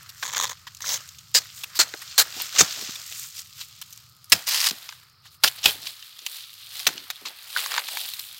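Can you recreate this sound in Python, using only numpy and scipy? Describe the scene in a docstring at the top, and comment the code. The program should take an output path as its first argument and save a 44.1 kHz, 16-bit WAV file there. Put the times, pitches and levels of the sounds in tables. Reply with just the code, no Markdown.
"""Cleavers crunch through juicy bamboo shoots as two people trim them on a forest floor of dry leaves.
Each stroke breaks a bundle of fibres and knocks on a log; a graze sets the steel ringing.
Stiff husks are torn off with runs of snaps; landing strokes and dropping pieces make soft thuds.
Leaves and husks rustle all the time over a low outdoor rumble and a faint hiss.
Midway the microphone draws back and the rustle turns duller."""
import sys
import numpy as np
from scipy import signal
from scipy.fft import rfft, irfft, next_fast_len
from scipy.io import wavfile

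SR = 44100
rng = np.random.default_rng(int(sys.argv[2]) if len(sys.argv) > 2 else 0)


def wav_out(sig):
    """Save sig, one row per channel (or a flat mono array), as 16-bit PCM at SR to the path in sys.argv[1]."""
    wavfile.write(sys.argv[1], SR, np.round(np.clip(np.atleast_2d(sig).T, -1, 1) * 32767).astype(np.int16))


N = 369999
TIME = np.arange(N) / SR


def from_db(db):
    """Turn decibels into a number to multiply a sound by."""
    return 10 ** (np.asarray(db) / 20)


def rms_one(x):
    """Scale a signal so its average strength (rms) is 1."""
    return x / np.sqrt(np.mean(x ** 2) + 1e-20)


def in_time(rows):
    """Join timed rows with straight lines, giving each column a value at every sample."""
    s, *columns = np.transpose(rows)
    return [np.interp(TIME, s, column) for column in columns]


def at_hz(points, hz):
    """Read a tone curve, in dB, between its listed pitches."""
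    known_hz, db = np.transpose(points)
    return np.interp(np.log(hz), np.log(known_hz), db)


def bump(hz, centre_hz, width_hz):
    """A peak of height 1 around the pitch where something rings."""
    return 1 / (1 + (2 * (hz - centre_hz) / width_hz) ** 2)


def bins(size):
    """The frequencies in the spectrum of `size` samples, kept above zero."""
    return np.maximum(np.arange(size // 2 + 1) * SR / size, 1)


def colour(x, gain_db):
    """Turn each frequency up or down; ringing comes after a hit, never before (minimum phase)."""
    cepstrum = irfft(np.log(from_db(gain_db)), len(x))
    cepstrum[1:len(x) // 2] *= 2
    cepstrum[len(x) // 2 + 1:] = 0
    return irfft(rfft(x) * np.exp(rfft(cepstrum)), len(x))


def shaped(x, tone, low_hz=0, high_hz=SR):
    """Keep one band of a long signal and give it a tone curve; strength 1."""
    size = next_fast_len(N)
    hz = bins(size)
    band = 1 / np.sqrt((1 + (low_hz / hz) ** 12) * (1 + (hz / high_hz) ** 12))
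    spectrum = rfft(x, size) * band * from_db(at_hz(tone, hz))
    return rms_one(irfft(spectrum, size)[:N])


def wander(size, steps):
    """A line that drifts between random values, mostly within -1 to 1."""
    count = int(steps) + 2
    return np.interp(np.linspace(0, steps, size), np.arange(count), rng.standard_normal(size)[:count])


def add(out, s, sound):
    """Mix a sound in at s seconds."""
    start = max(round(s * SR), 0)
    out[start:start + len(sound)] += sound[:N - start]


def breaking(per_s, spread_db, fade_s, smooth):
    """Loudness of fibres breaking at random over smooth sliding. Every fade_s is the time to drop 60 dB."""
    sizes = from_db(spread_db * np.minimum(rng.exponential(1, N), 3.5))   # many small, few large
    breaks = sizes ** 2 * (rng.random(N) < per_s / SR)
    power = signal.lfilter([1], [1, -from_db(-120 / (fade_s * SR))], breaks + 1e-18)
    return rms_one(np.sqrt(power / power.mean() + smooth))


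def fracture(length_s, swell_db, gain_db, grain_db, fade_s, scatter_db, scatter_fade_s):
    """A burst of noise: a crack runs through fibres, rings and scatters off the ground."""
    size = 2 * (len(gain_db) - 1)
    t = np.arange(size) / SR
    after_s = np.maximum(t - length_s, 0)
    force = from_db(swell_db * np.minimum(t / length_s, 1)) * np.minimum(t / 0.00037, 1)
    fibres = from_db(grain_db * wander(size, 1500 * size / SR) - 60 * after_s / fade_s)
    scatter = from_db(scatter_db - 60 * after_s / scatter_fade_s)
    sound = colour(rng.standard_normal(size) * force * np.hypot(fibres, scatter), gain_db)
    return sound * np.sqrt(length_s * SR / np.sum(sound ** 2))


def distance(s):
    """How far the microphone has drawn back, 0 to 1."""
    return np.clip((s - 3.2) / 2.4, 0, 1)


# Tone curves of the outdoor rumble and the far-off forest hiss: pitch_hz, gain_db
RUMBLE_TONE = [(20, -22), (45, -28), (75, -3), (115, 2.5), (160, -5), (240, -24), (500, -41), (1200, -22.5),
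               (3000, -67)]
HISS_TONE = [(300, -7.5), (600, -9.5), (1000, -5), (1130, 2), (1250, 10.5), (1550, -4), (1850, -29),
             (2300, -34), (2600, -15), (3100, -23.5), (4200, 4), (5300, 3), (6300, -32), (16000, -14.5)]
# How the rumble rises and falls, before a 2.5 dB lift: time_s, level_db
RUMBLE_LEVEL = [(0, -60.5), (1.1, -60.5), (2, -64.5), (4, -63), (4.7, -69), (5.8, -63), (6.1, -80.5),
                (6.8, -68.5), (7.3, -76), (8.39, -71)]
def open_air():
    """Low rumble and a faint, even hiss from the forest."""
    level_db, = in_time(RUMBLE_LEVEL)
    rumble = from_db(level_db + 2.5) * shaped(rng.standard_normal(N), RUMBLE_TONE)
    hiss = from_db(-61) * shaped(rng.standard_normal(N), HISS_TONE)
    return rumble + hiss


# In all tables, body_db turns the lower tones up or down, and air_db the very highest.
# Constant stirring of the leaves: time_s, level_db, body_db
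STIR = [(0, -48.5, -5.5), (.15, -56, -0.5), (.65, -56, -6), (1.25, -54, -26), (1.5, -50.5, -10),
        (1.7, -49.5, -4), (2.1, -42.5, -9.5), (3.0, -42.5, -12), (3.5, -50.5, -33), (3.95, -49.5, -11),
        (4.15, -61.5, -14), (4.85, -44, -8), (5.18, -68, -1.5), (5.42, -67, -3), (5.55, -46.5, -6.5),
        (6.5, -46, -16), (7.2, -46.5, -6), (8.39, -44.5, -10.5)]
# A hand, sleeve or shoot sweeps through the leaves: loudest_s, length_s, level_db, air_db
SWEEPS = [(0.245, 0.18, -44.5, -2), (1.599, 0.15, -45.5, 3), (2.413, 0.2, -32.5, -7),
          (2.599, 0.12, -23.5, -13), (2.803, 0.53, -33, -12.5), (3.194, 0.27, -39.5, 1.5),
          (3.388, 0.088, -38.5, -1), (3.611, 0.087, -39, -7), (5.27, 0.062, -47, -10),
          (5.34, 0.075, -53, -0.5), (5.588, 0.031, -34.5, -17), (5.695, 0.16, -35.5, -2.5),
          (5.873, 0.13, -35.5, -7), (6.362, 0.19, -38, -3.5), (6.792, .2, -35, -6.5),
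          (6.995, 0.064, -43, -17), (7.284, 0.043, -39, -14), (7.619, 0.26, -33, -2.5),
          (8.004, 0.3, -33.5, -4.5), (8.127, 0.74, -44.5, 2)]
def leaf_movement():
    """Stirring, sweeps and settling leaves add up to three curves: level_db, body_db, air_db."""
    t = TIME[::100]
    times, levels, bodies = np.transpose(STIR)
    moves = [(np.interp(t, times, levels), np.interp(t, times, bodies), -5.5)]   # level, body, air
    for s, length_s, level_db, air_db in SWEEPS:
        from_peak = 2 * (t - s) / length_s * np.where(t > s, 1.29, 1)   # dies faster than it builds
        moves.append((level_db - 10.5 * from_peak ** 2, -14, air_db))
    # Each cut and each tear's end jolts the leaves, which then settle.
    jolts = [(s + bite_s, level_db - 24, 136) for s, bite_s, level_db, *_ in CUTS]
    jolts += [(s, pull_db - 12.5, 77.5) for *_, (s, pull_db) in PULLS]
    rise_db_per_s = 893.5
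    for s, level_db, fall_db_per_s in jolts:
        below_peak_db = np.maximum(rise_db_per_s * (s - t), fall_db_per_s * (t - s))
        moves.append((level_db - below_peak_db, -6, -5))
    power = sum(from_db([db, db + body_db, db + air_db]) ** 2 for db, body_db, air_db in moves)
    level, body, air = (np.interp(TIME, t, 10 * np.log10(p)) for p in power)
    return level, body - level, air - level


# Tone curves of the leaves from close by and from farther off: pitch_hz, gain_db
LEAVES_NEAR = [(200, -15.5), (450, -14), (950, -3.5), (1250, -3.5), (2200, -9), (3200, -4.5), (4300, -4.5),
               (7200, -4.5), (8600, -12.5), (10500, -19.5), (14000, -9), (16000, -8.5)]
LEAVES_FAR = [(200, -27), (450, -16.5), (900, -0.5), (1300, -7.5), (2200, -6), (3200, 3), (4100, 4),
              (5500, -4.5), (7500, -9.5), (10500, -12.5), (14000, -7), (16000, -5.5)]
def rustle(level_db, body_db, air_db):
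    """Dry leaves slide and crackle; some crackles fill all five pitch bands, others only one."""
    far = distance(TIME)
    shared = breaking(per_s=200, spread_db=3.7, fade_s=.015, smooth=1.3)
    # Thick husks sound below the leaves, in lumps, and fade when handled gently.
    lumps_db = 3 * wander(N, 22 * N / SR)
    husk_db = body_db - 4 + lumps_db + np.minimum(level_db + body_db + 42, 0)
    bands = [(220, 780, husk_db), (1190, 2320, body_db - .8), (1950, 5540, -3),
             (4370, 7900, -4.5 - 4 * far), (7660, 13800, air_db)]
    out = np.zeros(N)
    for low_hz, high_hz, band_db in bands:
        own = breaking(per_s=200, spread_db=4.5, fade_s=.006, smooth=.7)
        shifting_db = 1.5 * wander(N, 16 * N / SR)
        crackle = rng.standard_normal(N) * np.hypot(shared, own) * from_db(shifting_db)
        near_leaves = shaped(crackle, LEAVES_NEAR, low_hz, high_hz)
        far_leaves = shaped(crackle, LEAVES_FAR, low_hz, high_hz)
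        out += from_db(level_db + band_db) * ((1 - far) * near_leaves + far * far_leaves)
    return out


def leaf_ticks(stir_db, body_db, air_db, count=110):
    """Single dry leaves tick at random; they stand out most when the rest lie nearly still."""
    out = np.zeros(N)
    for when, size, pitch, crispness in rng.random((count, 4)):
        i = int(when * N)
        level_db = .75 * stir_db[i] - 9 + 8 * size ** 2
        tick = crack(.001, body_db[i] - 4.5, air_db[i] + 14 * crispness + 8, ring_hz=2200 * 4 ** pitch)
        add(out, TIME[i], from_db(level_db) * tick)
    return out


# Tone curve of a cracking husk: pitch_hz, gain_db
HUSK_TONE = [(60, -33), (300, -33), (600, -10), (1000, 4), (2000, 1.5), (4000, 7), (7000, 2), (9500, -4),
             (14000, 0.5), (16000, -8)]
def crack(length_s, body_db, air_db, ring_hz):
    """A dry piece cracks and rings briefly, each with a slightly different tone."""
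    hz = bins(size=4096)
    tint_db = at_hz([(1500, body_db), (2600, 0.0029), (7000, 0.0036), (9500, air_db)], hz)
    ring_db = 8 * bump(hz, ring_hz, .3 * ring_hz)
    gain_db = at_hz(HUSK_TONE, hz) + tint_db + ring_db + 2.5 * wander(len(hz), 70)
    return fracture(length_s, -3, gain_db, grain_db=3, fade_s=.012, scatter_db=-17, scatter_fade_s=.05)


def snap(length_s, body_db, air_db):
    """One piece breaks: a bigger piece has more body and rings lower."""
    ring_hz = np.clip(2530 * 2 ** (-body_db / 11), 1610, 6600)   # an octave down per 11 dB of body
    return crack(length_s, body_db, air_db, ring_hz)


# The loudest snaps of husks and twigs: start_s, length_s, level_db, body_db, air_db
SNAPS = [(0.091, 0.013, -39, -11, 3.5), (.226, 0.012, -25.5, 8, -11), (0.3456, 0.0054, -26, 2, -16),
         (0.368, 0.0084, -25, 4.5, -10), (0.399, 0.0038, -36, -3, -3), (0.435, 0.0067, -38, 5, -7),
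         (0.473, 0.0047, -32, -10, -7), (0.668, 0.018, -37.5, 4.5, -6), (0.7476, 0.0024, -36, -30, 0),
         (.769, .0045, -40, -34, -1), (0.8044, 0.004, -35.5, 4.5, 3), (0.841, .008, -33, 14, 1),
         (0.894, .005, -30, -9, -9), (0.938, 0.0086, -26, -15, -2), (1.089, 0.003, -35, -30, -4),
         (1.1847, 0.0064, -40, -28, -3), (1.3422, 0.0052, -22.5, -19.5, -3),
         (1.635, 0.0089, -27.5, -1, 0.5), (1.753, 0.031, -31, -9.5, 2), (1.938, 0.0022, -25.5, 8, -20),
         (2.017, .014, -37.5, 5, 5), (2.4, 0.0052, -28, -1.5, -12), (2.419, 0.00054, -14, -8, 22),
         (2.558, 0.0068, -31, 5, -8), (2.584, 0.0077, -15, -16, -11), (2.725, .002, -26.5, -14, -16),
         (2.955, 0.0057, -30.5, -6.5, -1), (3.61, 0.01, -34, -5.5, -10), (3.8144, 0.012, -33.5, -4.5, 3),
         (3.926, 0.0077, -38.5, -22, 4), (3.975, .002, -37, -22, 4), (4.243, 0.0017, -39, -12, 11),
         (4.297, 0.0078, -37, -15, 14), (4.486, 0.0088, -21.5, -7, 5), (4.687, .001, -13, -10, 1),
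         (4.709, 0.0034, -22, -4.5, 0), (4.89, 0.0021, -27, 1.5, -26), (4.924, 0.0021, -34, 7, -6),
         (5.254, 0.013, -49.5, 7.5, 1), (5.4754, 0.01, -18, -4.5, -0.5), (5.63, 0.0099, -31, -4, -14),
         (5.64, 0.028, -22.5, -5.5, 0), (5.869, 0.0028, -26, -0.5, -19), (6.025, .0015, -32, -3, -24),
         (6.19, .0015, -31, -8, -6), (6.263, 0.0072, -24, -3, -0.5), (6.799, 0.0021, -27.5, -4, -20),
         (6.889, 0.0018, -25.5, 7, -13), (6.978, 0.0012, -24, -5.5, -25), (7.1015, .01, -26, 1.5, -1.5),
         (7.2535, 0.023, -31.5, 0, -7), (7.563, 0.0021, -14.5, 24, -14), (7.66, 0.0024, -22.5, 6, -14),
         (7.718, 0.0021, -23, 4.5, -8), (7.74, 0.0027, -22, 5, -16), (7.762, 0.0038, -26, 2, -1),
         (7.7782, 0.0054, -17.5, 6, -29), (7.885, 0.0062, -29, 3, -9), (7.9705, 0.0029, -23.5, 1, -11),
         (8.136, 0.0014, -23.5, -8, 4), (8.193, 0.0054, -27.5, -9.5, 6)]
def snaps():
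    """Husk fibres and twigs give way one by one."""
    out = np.zeros(N)
    for s, length_s, level_db, body_db, air_db in SNAPS:
        add(out, s, from_db(level_db) * snap(length_s, body_db, air_db))
    return out


def tear(pull, tone, per_s, spread_db, smooth):
    """A husk splits along its fibres for as long as it is pulled."""
    pull_db, = in_time(pull)
    start_s, end_s = pull[0][0], pull[-1][0]
    outside_s = np.maximum(np.maximum(start_s - TIME, TIME - end_s), 0)
    fibres = rng.standard_normal(N) * breaking(per_s, spread_db, fade_s=.008, smooth=smooth)
    return from_db(pull_db - 3000 * outside_s) * shaped(fibres, tone)


# How hard the husk is pulled during each of four tears: time_s, pull_db
PRY_PULL = [(0.24, -37), (0.3, -42), (0.38, -34.5), (0.44, -32.5), (0.46, -41.5), (0.53, -42.5)]
PEEL_PULL = [(0.82, -32), (0.84, -39), (0.87, -25.5), (0.93, -24.5), (0.978, -32)]
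SLIT_PULL = [(4.471, -25.5), (4.51, -26), (4.551, -22.5), (4.6, -26.5), (4.64, -22.5), (4.661, -20.5),
             (4.7, -28.5)]
STRIP_PULL = [(7.571, -24), (7.63, -36.5), (7.68, -39), (7.719, -28.5), (7.799, -28)]
PULLS = (PRY_PULL, PEEL_PULL, SLIT_PULL, STRIP_PULL)
# Tone curve of each tear: pitch_hz, gain_db
PRY_TONE = [(150, -24), (250, -18.5), (380, -25), (460, -11.5), (547, -9), (674, -18), (1020, 2.5),
            (1470, -10), (1790, -2.5), (2810, -14.5), (3460, 0), (4990, -11.5), (6700, 1.5), (9170, -20.5),
            (16000, -16)]
PEEL_TONE = [(150, -53), (250, -24), (414, -24), (510, -12), (802, -18), (955, -10.5), (1400, -14.5),
             (2130, -7.5), (2530, -18), (3910, -4.5), (4260, -10), (6360, -0.5), (9170, -21),
             (14900, -14.5), (16000, -10)]
SLIT_TONE = [(150, -80), (250, -43), (452, -34), (501, -19), (761, -17), (906, -10), (1550, -9), (1850, -4),
             (2240, -6.5), (2710, -1.5), (3340, -4), (4900, 1), (9660, -11), (14200, -10), (16000, -14)]
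STRIP_TONE = [(120, -73), (200, -55), (465, -10), (749, -9), (867, -2), (933, -9), (1140, -1), (1590, -3),
              (2050, -1.5), (4520, -1.5), (5940, -14), (7680, -12), (11900, -14), (14900, -11),
              (16000, -20)]
def tears():
    """Prying a stiff husk crackles coarsely; peeling, slitting and stripping are finer and denser."""
    pry = tear(PRY_PULL, PRY_TONE, per_s=200, spread_db=2.8, smooth=.12)
    peel = tear(PEEL_PULL, PEEL_TONE, per_s=600, spread_db=3.0, smooth=.4)
    slit = tear(SLIT_PULL, SLIT_TONE, per_s=600, spread_db=3.3, smooth=.45)
    strip = tear(STRIP_PULL, STRIP_TONE, per_s=350, spread_db=3.2, smooth=.35)
    return from_db(7.0) * pry + from_db(-0.4) * peel + from_db(1.76) * slit + from_db(-1.5) * strip


def tear_snaps(per_tear=4):
    """Thicker fibres break at uneven moments along a tear, louder the harder it is pulled."""
    out = np.zeros(N)
    for pull in PULLS:
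        times, pull_db = np.transpose(pull)
        for k, (when, force, size) in enumerate(rng.random((per_tear, 3))):
            s = times[0] + (times[-1] - times[0]) * (k + when) / per_tear
            level_db = np.interp(s, times, pull_db) - 3 + 5 * (force - .5)
            fibre = snap(length_s=.003, body_db=-7 + 20 * (size - .5), air_db=-5)
            add(out, s, from_db(level_db) * fibre)
    return out


# Tone curve of a cut shoot, and what distance adds to it: pitch_hz, gain_db
SHOOT_TONE = [(25, -33), (60, -31.5), (150, -8), (400, -3), (700, -9.5), (1800, -3), (2700, -2.5),
              (4300, 2), (7500, 3), (8700, -4), (10500, -10), (14000, -6), (16000, -8)]
FAR_TINT = [(2000, 5), (3100, 7.5), (4300, 1.5), (7500, -5.5), (10000, 1.5)]
def crunch(s, length_s, thud_db, body_db, air_db, hollow_hz, shell_hz, swell_db):
    """The blade crunches through a shoot; its chambers and shell ring, and the log adds a quick echo."""
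    hz = bins(size=8192)
    tint = [(300, thud_db), (600, body_db), (1600, body_db), (2800, 0), (7500, 0.012), (9500, air_db)]
    tint_db = at_hz(tint, hz) + distance(s) * at_hz(FAR_TINT, hz)
    ring_db = 5 * bump(hz, hollow_hz, 300) + 9 * bump(hz, shell_hz, 530)
    echo_s = rng.uniform(.002, .005)
    echo_db = 2.5 * np.cos(2 * np.pi * hz * echo_s)   # so quick an echo ripples the tone curve
    gain_db = at_hz(SHOOT_TONE, hz) + tint_db + ring_db + echo_db
    return fracture(length_s, swell_db, gain_db,
                    grain_db=-1.5, fade_s=.0061, scatter_db=-17.5, scatter_fade_s=.12)


# Cleaver strokes (drag_db is added to level_db):
# start_s, bite_s, level_db, drag_s, drag_db, thud_db, body_db, air_db, hollow_hz, shell_hz, knock_db
CUTS = [(1.347, 0.017, -12.5, 0.025, -4, -15.5, -3, -2.5, 1700, 4900, -55),
        (1.79, .029, -13, 0.018, -11, -8.5, 3.5, -2.5, 1480, 4330, -60),
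        (2.1788, 0.023, -10.5, 0.023, -6, -15, 5, 5, 1620, 4180, -60),
        (2.589, 0.011, -10, 0.021, -4.5, -13, -1.5, -3.5, 2330, 6230, -52),
        (2.607, 0.0061, -6.5, 0.013, -24, 2.5, 6.5, -11, 1200, 6770, -31),
        (4.32, .011, -6, 0.0065, -8.5, -11.5, 2.5, 2, 2570, 5220, -35.5),
        (5.4363, 0.011, -9, 0.029, -13, -16, -0.5, 3.5, 1540, 4700, -47),
        (5.657, 0.0046, -5, 0.04, -18.5, -3, -4.5, 0, 2500, 3300, -45),
        (6.8673, .0025, -9, 0.0096, -4, -14, -1, 1.5, 3620, 6170, -50)]
# Low notes of the log under the shoot: pitch_hz, gain_db, fade_s
LOG_NOTES = [(138, 5, 0.1), (305, 3, 0.048)]
def cuts():
    """Each stroke bites hard, drags on more weakly through the shoot and knocks on the log beneath."""
    out = np.zeros(N)
    for s, bite_s, level_db, drag_s, drag_db, *tone, knock_db in CUTS:
        add(out, s, from_db(level_db) * crunch(s, bite_s, *tone, swell_db=-1))
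        add(out, s + bite_s, from_db(level_db + drag_db) * crunch(s, drag_s, *tone, swell_db=-5.5))
        for pitch_hz, gain_db, fade_s in LOG_NOTES:
            add(out, s + bite_s / 2, from_db(knock_db + gain_db) * thud(pitch_hz, fade_s))
    return out


# Ringing notes of the cleaver's steel: pitch_hz, gain_db, fade_s
STEEL_NOTES = [(4270, 0, .3), (4420, -6, .13), (6870, -11, .16), (7577, -9, .16), (8490, -8, .20)]
# The edge grazes the shoot: start_s, level_db
GRAZES = [(1.350, -42), (1.560, -52), (1.795, -40), (1.965, -47), (2.090, -43), (2.155, -41), (2.190, -39),
          (2.395, -40)]
def blade_ring():
    """Each graze sets all the notes of the steel ringing, each with a slightly random strength."""
    out = np.zeros(N)
    t = np.arange(SR // 2) / SR
    fade_in = np.minimum(t / .006, 1)
    for s, level_db in GRAZES:
        for pitch_hz, gain_db, fade_s in STEEL_NOTES:
            strength_db = level_db + gain_db + rng.normal(1, 2)
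            note = np.sin(2 * np.pi * pitch_hz * t)
            add(out, s, from_db(strength_db - 60 * t / fade_s) * note * fade_in)
    return out


def thud(pitch_hz, fade_s):
    """A soft bump: a dying burst of noise around one low pitch."""
    hz = bins(size=8192)
    off_pitch = hz / pitch_hz - pitch_hz / hz
    gain_db = np.maximum(-20 * np.log10(1 + off_pitch ** 2), -70)
    return fracture(.0055, 3, gain_db, grain_db=7.5, fade_s=fade_s, scatter_db=-25.5, scatter_fade_s=.1)


# Soft, low thuds: start_s, level_db, pitch_hz, fade_s
THUDS = [(1.939, -34, 500, 0.029), (2.362, -43.5, 254, 0.28), (2.819, -42, 240, 0.059),
         (2.885, -39, 201, 0.033), (3.112, -53, 600, 0.1), (4.71, -36.5, 256, 0.093),
         (5.656, -40, 60, .037), (5.67, -40, 325, .06), (5.745, -46, 298, 0.45), (6.216, -55, 440, 0.36),
         (6.869, -35, 295, 0.63), (7.216, -46, 328, 0.3), (7.26, -48, 407, 0.14)]
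def thuds():
    """Cleaver strokes land and pieces drop with soft, low thuds."""
    out = np.zeros(N)
    for s, level_db, pitch_hz, fade_s in THUDS:
        add(out, s, from_db(level_db) * thud(pitch_hz, fade_s))
    return out


def scene():
    """The trimming, the leaves and the open air, mixed into one channel."""
    movement = leaf_movement()
    trimming = cuts() + blade_ring() + snaps() + thuds() + tears() + tear_snaps()
    return (trimming + rustle(*movement) + leaf_ticks(*movement) + open_air())[None]


def record(dry):
    """Round off the loudest peaks and cut the treble above 16000 Hz."""
    rounded = dry / (1 + (dry / 1.05) ** 4) ** .25
    low_pass = signal.ellip(12, .2, 75, 16000, fs=SR, output="sos")
    return signal.sosfilt(low_pass, rounded)


dry = scene()
out = record(dry)
wav_out(out)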